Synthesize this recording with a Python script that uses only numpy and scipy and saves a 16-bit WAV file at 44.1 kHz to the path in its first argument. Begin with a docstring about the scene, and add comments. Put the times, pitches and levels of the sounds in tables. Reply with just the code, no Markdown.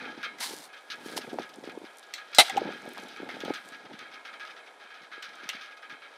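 """Meltwater splatters in a metal downpipe close by and makes it ring, outdoors in the snow.
A drink can is pierced: its jet hisses, drops tick, and the thin wall creaks as it is handled.
Then the tab cracks open with a snap of escaping gas, and air gulps through the opening.
Light wind puffs against the microphone, and a dull hum lies far behind it all."""
import sys
import numpy as np
from scipy import signal
from scipy.fft import rfft, irfft
from scipy.io import wavfile

SR = 44100
rng = np.random.default_rng(int(sys.argv[2]) if len(sys.argv) > 2 else 0)


def store_wav(level_fs):
    """Save 16-bit WAV to argv[1]."""
    pcm = np.round(np.clip(np.atleast_2d(level_fs), -1, 1) * 32767)
    wavfile.write(sys.argv[1], SR, pcm.T.astype(np.int16))


N = 272097

# The notes the can rings at. Each row: pitch in Hz, width in Hz, level in dB.
CAN_NOTES = [(700, 100, 3.5), (850, 160, -3), (1210, 200, -11), (2035, 120, -4), (2185, 90, -4),
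             (2750, 200, -10), (3160, 150, -6), (3500, 150, -6), (3880, 170, 1), (4240, 150, -3),
             (4570, 200, -9), (5700, 600, -15), (8700, 900, -16)]
# The tone of the escaping gas. Each row: frequency in Hz, level in dB.
SNAP_TONE = [(35, -45), (60, -27), (110, -32.5), (300, -11), (600, -11), (1500, -0.5), (2500, 1.5),
             (4500, -8.5), (6500, -12), (8800, -8), (12000, -13), (16000, -37)]
def can_snap(start_s=2.3848, rise_s=0.0017, hold_s=0.013):
    """The lid lets go with one kick; gas bursts out, rings the can and fades to a short sigh."""
    t = np.arange(N) / SR - start_s
    burst_db = -8.5 - 33 * (np.maximum(t - hold_s, 0) / .04) ** 1.3   # fades ever faster
    sigh_db = -42.5 - 600 * np.maximum(t - 0.1, 0)
    strength = np.clip(t / rise_s, 0, 1) * from_db(np.maximum(burst_db, sigh_db).clip(min=-200))
    gas = rng.standard_normal(N)
    burst = gas * strength
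    burst[round(start_s * SR)] += from_db(18.5)   # the kick
    ringing = ring(burst, CAN_NOTES) / np.std(ring(gas, CAN_NOTES))
    rush = strength * coloured(rng.standard_normal(N), SNAP_TONE)
    return ringing + from_db(-5) * rush


# Creaks of the can. Each row: start in seconds, peak level in dB, seconds for the scrape to fade 60 dB,
# brightness in dB per octave, pitch of the bending metal in Hz.
CREAKS = [(0.386, -37, .09, 2, 2000), (1.1685, -29, 0.17, -6, 5200), (2.1384, -20, 0.17, 0, 3940),
          (2.348, -20, 0.52, 8.5, 4980), (2.497, -21.5, 0.12, -18.5, 3460),
          (2.5687, -23.5, 0.062, -4, 3000), (3.29, -32.5, 0.29, -47, 2000), (3.4047, -32.5, 0.049, 1, 3370),
          (3.4496, -39, .06, 10, 4230), (3.5407, -33, 0.066, 7, 3200), (5.226, -31, 0.12, 0, 3080),
          (5.4906, -19, 0.084, -3, 3240), (5.4982, -24, 0.12, -13, 2860)]
def can_creaks():
    """The wall and tab buckle: a crack and a short scrape ring the can's higher notes."""
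    out, t = np.zeros(N), np.arange(SR // 5) / SR
    for s, db, fade_s, bright_db, hz in CREAKS:
        crack = from_db(5.5 - 60 * t / 0.0041)
        scrape = rng.standard_normal(len(t)) * (crack + from_db(-60 * t / fade_s))
        hit = ring(scrape, CAN_NOTES[3:], bright_db)
        hit += from_db(-13.5 + 0.43 * bright_db) * resonance(scrape, 4300, 3800)
        hit += from_db(-28 + 1.4 * bright_db) * resonance(scrape, 14000, 7000)   # the crack's sharp edge
        hit += from_db(4.5) * resonance(scrape, hz, 200)
        dull = signal.lfilter([.45], [1, -.55], hit)
        hit = dull + hit * from_db(-60 * t / 0.018)   # the highest notes die first
        add(out, s, from_db(db) * hit / np.abs(hit).max())
    return out


# Gulps of air. Each row: time in seconds, level in dB, pitch in Hz, rise and fall times in seconds.
AIR_GULPS = [(2.502, -31, 770, 0.0035, 0.0076), (2.577, -17, 789, 0.0024, 0.0053)]
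def air_gulps():
    """Air gulps through the opening at the pitch of the air inside; liquid roughens the note."""
    out, t = np.zeros(N), np.arange(SR // 5) / SR - .04
    slosh = from_db(-11) * rms_one(resonance(rng.standard_normal(len(t)), 830, 140))
    for s, db, hz, rise_s, fall_s in AIR_GULPS:
        swell = 2 / (np.exp(-t / rise_s) + np.exp(t / fall_s))
        note = np.sin(2 * np.pi * hz * t)
        add(out, s + t[0], from_db(db) * swell * (note + slosh))
    return out


# Jets of foam and gas, one list for each. Each row: time in seconds, relative level in dB.
JETS = [
    [(.378, -68), (.400, -47), (.405, -32.5), (.432, -28.5), (.47, -38), (.53, -43), (.62, -53.5),
     (.64, -46), (.69, -71), (.72, -95)],
    [(.72, -77), (.9, -72), (1.02, -64), (1.07, -49.5), (1.13, -55.5), (1.164, -57), (1.168, -33.5),
     (1.178, -28), (1.205, -63), (1.28, -66), (1.55, -73), (1.75, -72), (2.0, -79), (2.3, -79)],
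    [(2.43, -31), (2.445, -43), (2.49, -56), (2.53, -78), (2.62, -92), (2.8, -67), (3.0, -62), (3.2, -79),
     (3.45, -69.5), (3.7, -67), (3.9, -103.5)],
]
# The tone of their hiss. Each row: frequency in Hz, level in dB.
JET_TONE = [(410, -44), (700, -12), (946, -0.5), (1110, -9.5), (2130, -6.5), (2460, -12), (4260, -1.5),
            (6740, -8), (9730, -5.5), (16000, -18.5)]
def spray(spits_per_s=350, split_hz=2900):
    """The jet hisses and bubbles burst in it; the sound thins out as the jet weakens."""
    hiss = coloured(rng.standard_normal(N), JET_TONE) * from_db(2.1 * drift(200) + 0.93 * drift(9.1))
    spits = (rng.random(N) < spits_per_s / SR) * rng.standard_normal(N)
    spits *= from_db(7.9 * rng.exponential(1, N).clip(0, 4))   # a few are much louder
    hiss += from_db(-9) * rms_one(resonance(spits + 1e-18, 6000, 6000))
    jet, thin_jet = sum(level(rows) for rows in JETS), from_db(-56.5)
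    treble_gain = thin_jet * (jet / thin_jet) ** 0.73   # follows the jet only in part
    low, high = filtered(hiss, split_hz, "low"), filtered(hiss, split_hz, "high")
    return from_db(-1.5) * (low * jet - high * treble_gain)


# Froth in the opened can. Each row: time in seconds, level in dB.
FROTH_LEVELS = [(2.43, -58), (2.45, -44), (2.5, -47), (2.6, -74), (2.75, -65), (2.85, -76)]
def froth():
    """Rising froth makes a duller, uneven fizz."""
    fizz = rng.standard_normal(N) * from_db(3 * drift(300))
    return level(FROTH_LEVELS) * rms_one(resonance(resonance(fizz, 2100, 3000), 2100, 3000))


# The clearest drops. Each row: start in seconds, relative level in dB.
DROPS = [(1.065, -46), (1.1273, -38), (1.3404, -41), (1.4935, -44), (1.5407, -40), (1.5586, -39),
         (1.5948, -45), (1.9714, -41.5), (1.9844, -37), (1.9944, -37.5), (2.0367, -49), (2.0692, -50),
         (2.317, -41), (2.7192, -44), (2.82, -45), (2.8897, -35), (2.9344, -38), (2.9793, -40),
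         (2.9994, -40), (3.0355, -41), (3.0839, -45), (3.6506, -47), (3.6883, -36.5), (3.991, -36),
         (5.3547, -44)]
def drops(leak_start_s=1.3, leak_end_s=3.8):
    """Falling drops tick, each at a random high pitch; fainter ones join in while the can leaks."""
    out, t = np.zeros(N), np.arange(SR // 20) / SR
    faint = [(s, -51.5 + 4.5 * chance) for s, chance in scattered(leak_start_s, leak_end_s, count=24)]
    for s, db in DROPS + faint:
        hz = 5500 * np.exp(0.29 * rng.standard_normal())
        tap = rng.standard_normal(len(t)) * from_db(-60 * t / 0.011)
        tick = resonance(resonance(tap, hz, 1.1 * hz), hz, 1.1 * hz)
        add(out, s, from_db(db - 2.0) * tick / np.abs(tick).max())
    return out


# The clearest splashes. Each row: start in seconds, relative level in dB, extra treble in dB,
# hold in seconds before water_flow shortens it.
SPLASHES = [(0.0004, -32, -22, 0.059), (0.0453, -31, -24, 0.061), (0.196, -39.5, -21, .035),
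            (0.2302, -23.5, -7, 0.052), (0.3836, -40, -5, .11), (0.731, -36, -9, 0.033),
            (0.9015, -30.5, 3.5, 0.061), (1.047, -38, -21, 0.032), (1.1242, -38, -2, 0.013),
            (1.209, -38, 2, 0.036), (1.2944, -43, 3, .03), (1.3854, -34.5, -2.5, 0.041),
            (1.4174, -33, -2.5, .04), (1.4915, -43.5, 3, 0.024), (1.5354, -54.5, 8, 0.043),
            (1.637, -40.5, 0, 0.058), (1.696, -34, -7.5, 0.009), (1.841, -47, -2, 0.076),
            (2.028, -47, 5.5, 0.02), (2.102, -45, -11, 0.1), (2.178, -35, -6, .05),
            (2.3283, -32.5, -6, 0.11), (2.447, -33.5, 4, 0.11), (2.673, -33, -22, 0.082),
            (2.9784, -31, -6, .005), (3.085, -47, 8.5, 0.14), (3.1616, -35.5, -9, 0.096),
            (3.289, -32.5, -3.5, .06), (3.4025, -33.5, -0.5, 0.039), (3.449, -31.5, -4.5, 0.11),
            (3.537, -31, 0, 0.068), (3.722, -36.5, -4, 0.049), (3.85, -42, -5, .025),
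            (3.9865, -36, -8.5, 0.12), (4.114, -39, -4, 0.098), (4.2504, -34, -4, 0.073),
            (4.33, -34, -7, 0.026), (4.396, -33, -7, 0.085), (4.4505, -36, -4.5, 0.078),
            (4.563, -38, -6.5, 0.066), (4.663, -39.5, -6, 0.043), (4.7999, -40, -6.5, 0.13),
            (4.9024, -37.5, -8, .03), (4.941, -38.5, -5, 0.078), (5.1163, -33.5, -11, 0.1),
            (5.222, -34, 0, 0.084), (5.3847, -37, -16, 0.074), (5.4346, -34.5, -3.5, 0.017),
            (5.529, -32, -5, 0.067), (5.61, -36.5, -1.5, 0.14), (5.7123, -40, -3.5, 0.021),
            (5.8225, -37.5, -6.5, 0.056), (5.897, -34.5, -6.5, 0.072), (6.0195, -37.5, -14, .06)]
# The steady run of water. Each row: time in seconds, level in dB.
TRICKLE_LEVELS = [(0.0, -47.5), (0.2, -57), (0.8, -60), (1.2, -52), (1.5, -63), (2.25, -57), (2.56, -45.5),
                  (2.8, -52.5), (4.3, -59), (5.05, -62.5), (5.55, -50), (5.8, -64.5), (6.17, -56.5)]
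# The lower and the higher part of the splash's tone. Each row: frequency in Hz, level in dB.
PIPE_LOW_TONE = [(900, -26.5), (1150, -7.5), (1260, 3), (1700, 0), (2500, -5.5), (2800, -14.5), (4000, -9),
                 (7000, -52)]
PIPE_HIGH_TONE = [(2000, -30), (2800, -2), (3500, 1), (4300, -6.5), (4700, -5), (6400, -13), (7000, -30),
                  (11000, -26), (15500, -40.5)]
# The notes the pipe rings at. Each row: pitch in Hz, width in Hz, level in dB.
PIPE_NOTES = [(1261, 12, 0), (1400, 47, -10), (1500, 100, -15), (1652, 16, 4.5), (2159, 11, -1),
              (2287, 47, -7), (2520, 35, -7), (3160, 35, -5.5), (3990, 5, -11)]
def downpipe():
    """Lumps of water burst into droplets; the pipe rings and holds back sound below its lowest note."""
    dribbles = [(s, -43 + 2.5 * chance, -1.5, 0.032) for s, chance in scattered(0, N / SR, count=24)]
    s, db, treble_db, hold = np.transpose(SPLASHES + dribbles)
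    trickle = level(TRICKLE_LEVELS)
    low = water_flow(trickle, s, db - 15.5, hold, time_scale=0.66)
    # High notes leave the pipe first.
    high = water_flow(from_db(-5) * trickle, s, db + treble_db - 14.0, hold, time_scale=0.4)
    droplets = rng.standard_normal((2, N)) * from_db(2.4 * drift(400))
    splash = low * coloured(droplets[0], PIPE_LOW_TONE) + high * coloured(droplets[1], PIPE_HIGH_TONE)
    ringing = ring(low * droplets[1], PIPE_NOTES) / np.std(ring(droplets[1], PIPE_NOTES))
    return splash + from_db(0.5) * ringing


def water_flow(trickle, times, levels_db, holds, time_scale):
    """Loudness over time: each lump of water lands with a blow, holds, then thins out to the trickle."""
    t, power = np.arange(SR // 2) / SR, trickle ** 2
    blow = 1 + from_db(-5.5 - 60 * t / 0.084)
    for s, db, hold in zip(times, levels_db, holds):
        fade_db = 60 * np.maximum(t - time_scale * hold, 0) / (time_scale * .28)
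        add(power, s, (blow * from_db(db - fade_db)) ** 2)
    return np.sqrt(power)


# Gusts of wind. Each row: time in seconds, relative level in dB.
GUSTS = [(0.0, -49.5), (0.06, -44), (0.17, -52.5), (0.4, -55.5), (0.54, -50), (0.67, -63), (0.8, -88),
         (0.92, -61), (1.06, -48.5), (1.2, -46), (1.27, -52.5), (1.34, -41.5), (1.4, -42.5), (1.47, -58.5),
         (1.69, -50), (1.85, -51.5), (1.92, -75), (2.4, -69), (2.5, -57), (2.56, -34.5), (2.7, -43),
         (2.82, -56), (2.87, -47), (3.16, -54), (3.24, -43.5), (3.42, -49.5), (3.51, -35), (3.55, -59),
         (3.76, -60), (3.92, -52), (4.05, -59), (4.3, -65.5), (5.1, -78), (5.45, -63), (5.8, -81),
         (5.92, -55.5), (6.17, -84)]
# The tone of the gusts. Each row: frequency in Hz, level in dB.
GUST_TONE = [(24, -63), (40, -35), (254, -1.5), (504, -7), (633, -12), (877, -5.5), (1090, -26.5),
             (1200, -32.5), (1560, -49), (2640, -120)]
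# The strongest puffs. Each row: time of the peak in seconds, relative level in dB, pitch in Hz.
PUFFS = [(0.0617, -33, 420), (0.1788, -31.5, 328), (0.2641, -32, 520), (0.5098, -31, 430),
         (0.5373, -29.5, 415), (1.0619, -27, 338), (1.122, -33, 366), (1.164, -26.5, 355),
         (1.1767, -21.5, 860), (1.1897, -26, 395), (1.3319, -26, 346), (1.343, -23, 560),
         (1.3596, -28, 351), (1.3875, -13.5, 740), (1.399, -25.5, 347), (1.5858, -33.5, 364),
         (1.6405, -29.5, 510), (1.676, -28, 377), (1.6898, -29.5, 360), (1.7765, -26, 403),
         (1.818, -33.5, 400), (1.8423, -30.5, 373), (2.563, -20, 490), (2.6189, -18, 510),
         (2.652, -24, 355), (2.679, -25, 320), (2.6909, -23, 496), (2.8609, -28.5, 660), (2.877, -32, 590),
         (2.9746, -28, 960), (2.9846, -30, 790), (3.2027, -28, 397), (3.2328, -25, 357),
         (3.2923, -27.5, 790), (3.3686, -31, 672), (3.4376, -23.5, 384), (3.482, -21, 550),
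         (3.5068, -18, 383), (3.66, -44.5, 260), (3.72, -43, 300), (3.9196, -36, 332), (3.94, -36, 260),
         (5.015, -55, 200), (5.03, -50, 256), (5.18, -39, 454), (5.285, -54, 230), (5.435, -41.5, 350),
         (5.457, -43.5, 264), (5.55, -43, 242), (5.925, -44, 300)]
def wind(swirl_hz=410, roughness=0.22):
    """Gusts make a lumpy, low noise; each swirl that hits the microphone is a puff sinking in pitch."""
    lumps = rms_one(rng.standard_normal(N) * from_db(4.0 * drift(46)))
    out = from_db(-1.0) * level(GUSTS) * coloured(lumps, GUST_TONE)
    t = (np.arange(SR // 25) - SR // 50) / SR
    puffs = list(PUFFS)
    for s, chance in scattered(0, N / SR, count=110):   # weaker puffs that follow the gusts
        gust_db = np.interp(s, *np.transpose(GUSTS))
        puffs.append((s, gust_db + 2.5 + 0.5 * chance, swirl_hz * np.exp(.2 * rng.standard_normal())))
    for (s, db, hz), phase in zip(puffs, rng.random(len(puffs))):
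        cycles = t * hz
        swell = np.exp(-(cycles / np.where(t < 0, .8, 1.3)) ** 2)
        note = np.sin(2 * np.pi * (cycles - 0.11 * cycles ** 2 + phase))
        flutter = rms_one(filtered(rng.standard_normal(len(t)), [hz / 2, 2 * hz], "band", order=4))
        add(out, s + t[0], from_db(db - 4.0) * swell * (note + roughness * flutter))
    return out


# The tone of the background. Each row: frequency in Hz, level in dB.
HUM_TONE = [(60, -49.5), (120, -36.5), (250, -8.5), (450, 1.5), (780, 3.5), (1050, -1), (1600, -20),
            (3800, -31.5), (7000, -21.5), (10000, -22), (14800, -44), (16000, -59)]
def far_hum(level_db=-58):
    """Smooth distant noise and the microphone's own hiss, with a murmur that comes and goes."""
    steady = from_db(drift(1.0)) * coloured(rng.standard_normal(N), HUM_TONE)
    murmur = from_db(-9.5 + 3.3 * drift(11)) * rms_one(resonance(rng.standard_normal(N), 760, 180))
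    return from_db(level_db) * (steady + murmur)


def from_db(db):
    """Turn decibels into a gain, the number a sound is multiplied by."""
    return 10 ** (np.asarray(db) / 20)


def rms_one(x):
    """Scale a sound to an average strength (rms) of 1."""
    return x / np.sqrt(np.mean(x ** 2) + 1e-20)


def level(rows):
    """Gain over time from rows of seconds and dB, silent outside them."""
    s, db = np.transpose(rows)
    return from_db(np.interp(np.arange(N) / SR, s, db, left=-200, right=-200))


def coloured(x, tone):
    """Give a sound the tone in rows of Hz and dB, at strength 1."""
    hz, db = np.transpose(tone)
    grid = np.arange(1, N // 2 + 2) * SR / N
    gains = from_db(np.interp(np.log(grid), np.log(hz), db))
    return rms_one(irfft(rfft(x) * gains, N))


def drift(rate_hz):
    """A smooth random wobble of strength 1."""
    r = np.exp(-2 * np.pi * rate_hz / SR)
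    return rms_one(signal.lfilter([1], [1, -2 * r, r * r], rng.standard_normal(N + SR))[SR:])


def filtered(x, hz, kind, order=2):
    """Keep the lows, the highs or a band in between."""
    return signal.sosfilt(signal.butter(order, hz, kind, fs=SR, output="sos"), x)


def resonance(x, hz, width):
    """Ring at one pitch; a smaller width rings longer."""
    r = np.exp(-np.pi * width / SR)
    feedback = [1, -2 * r * np.cos(2 * np.pi * hz / SR), r * r]
    return signal.lfilter((1 - r * r) / 2 * np.array([1, 0, -1]), feedback, x)


def ring(x, notes, tilt_db=0):
    """Ring at several notes, every other one flipped; the tilt brightens them in dB per octave."""
    return sum((-1) ** k * from_db(db + tilt_db * np.log2(hz / 3000)) * resonance(x, hz, width)
               for k, (hz, width, db) in enumerate(notes))


def add(out, s, x):
    """Mix a short sound in at s seconds."""
    at = max(round(s * SR), 0)
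    out[at:at + len(x)] += x[:N - at]


def scattered(start, end, count):
    """Random times, each paired with a random number around 0."""
    return zip(rng.uniform(start, end, count), rng.standard_normal(count))


def scene():
    """Add all the sounds into one channel."""
    meltwater = downpipe()
    can = spray() + froth() + can_creaks() + can_snap() + air_gulps()
    return (meltwater + can + drops() + wind() + far_hum())[None]


def record(dry, low_cut_hz=110, high_cut_hz=16700):
    """Round off the loudest peaks, then cut the bass and the very top."""
    rounded = .67 * np.tanh(dry / .67)
    thin = filtered(rounded, low_cut_hz, "high")
    return signal.sosfilt(signal.cheby2(12, 70, high_cut_hz, fs=SR, output="sos"), thin)


dry = scene()
out = record(dry)
store_wav(out)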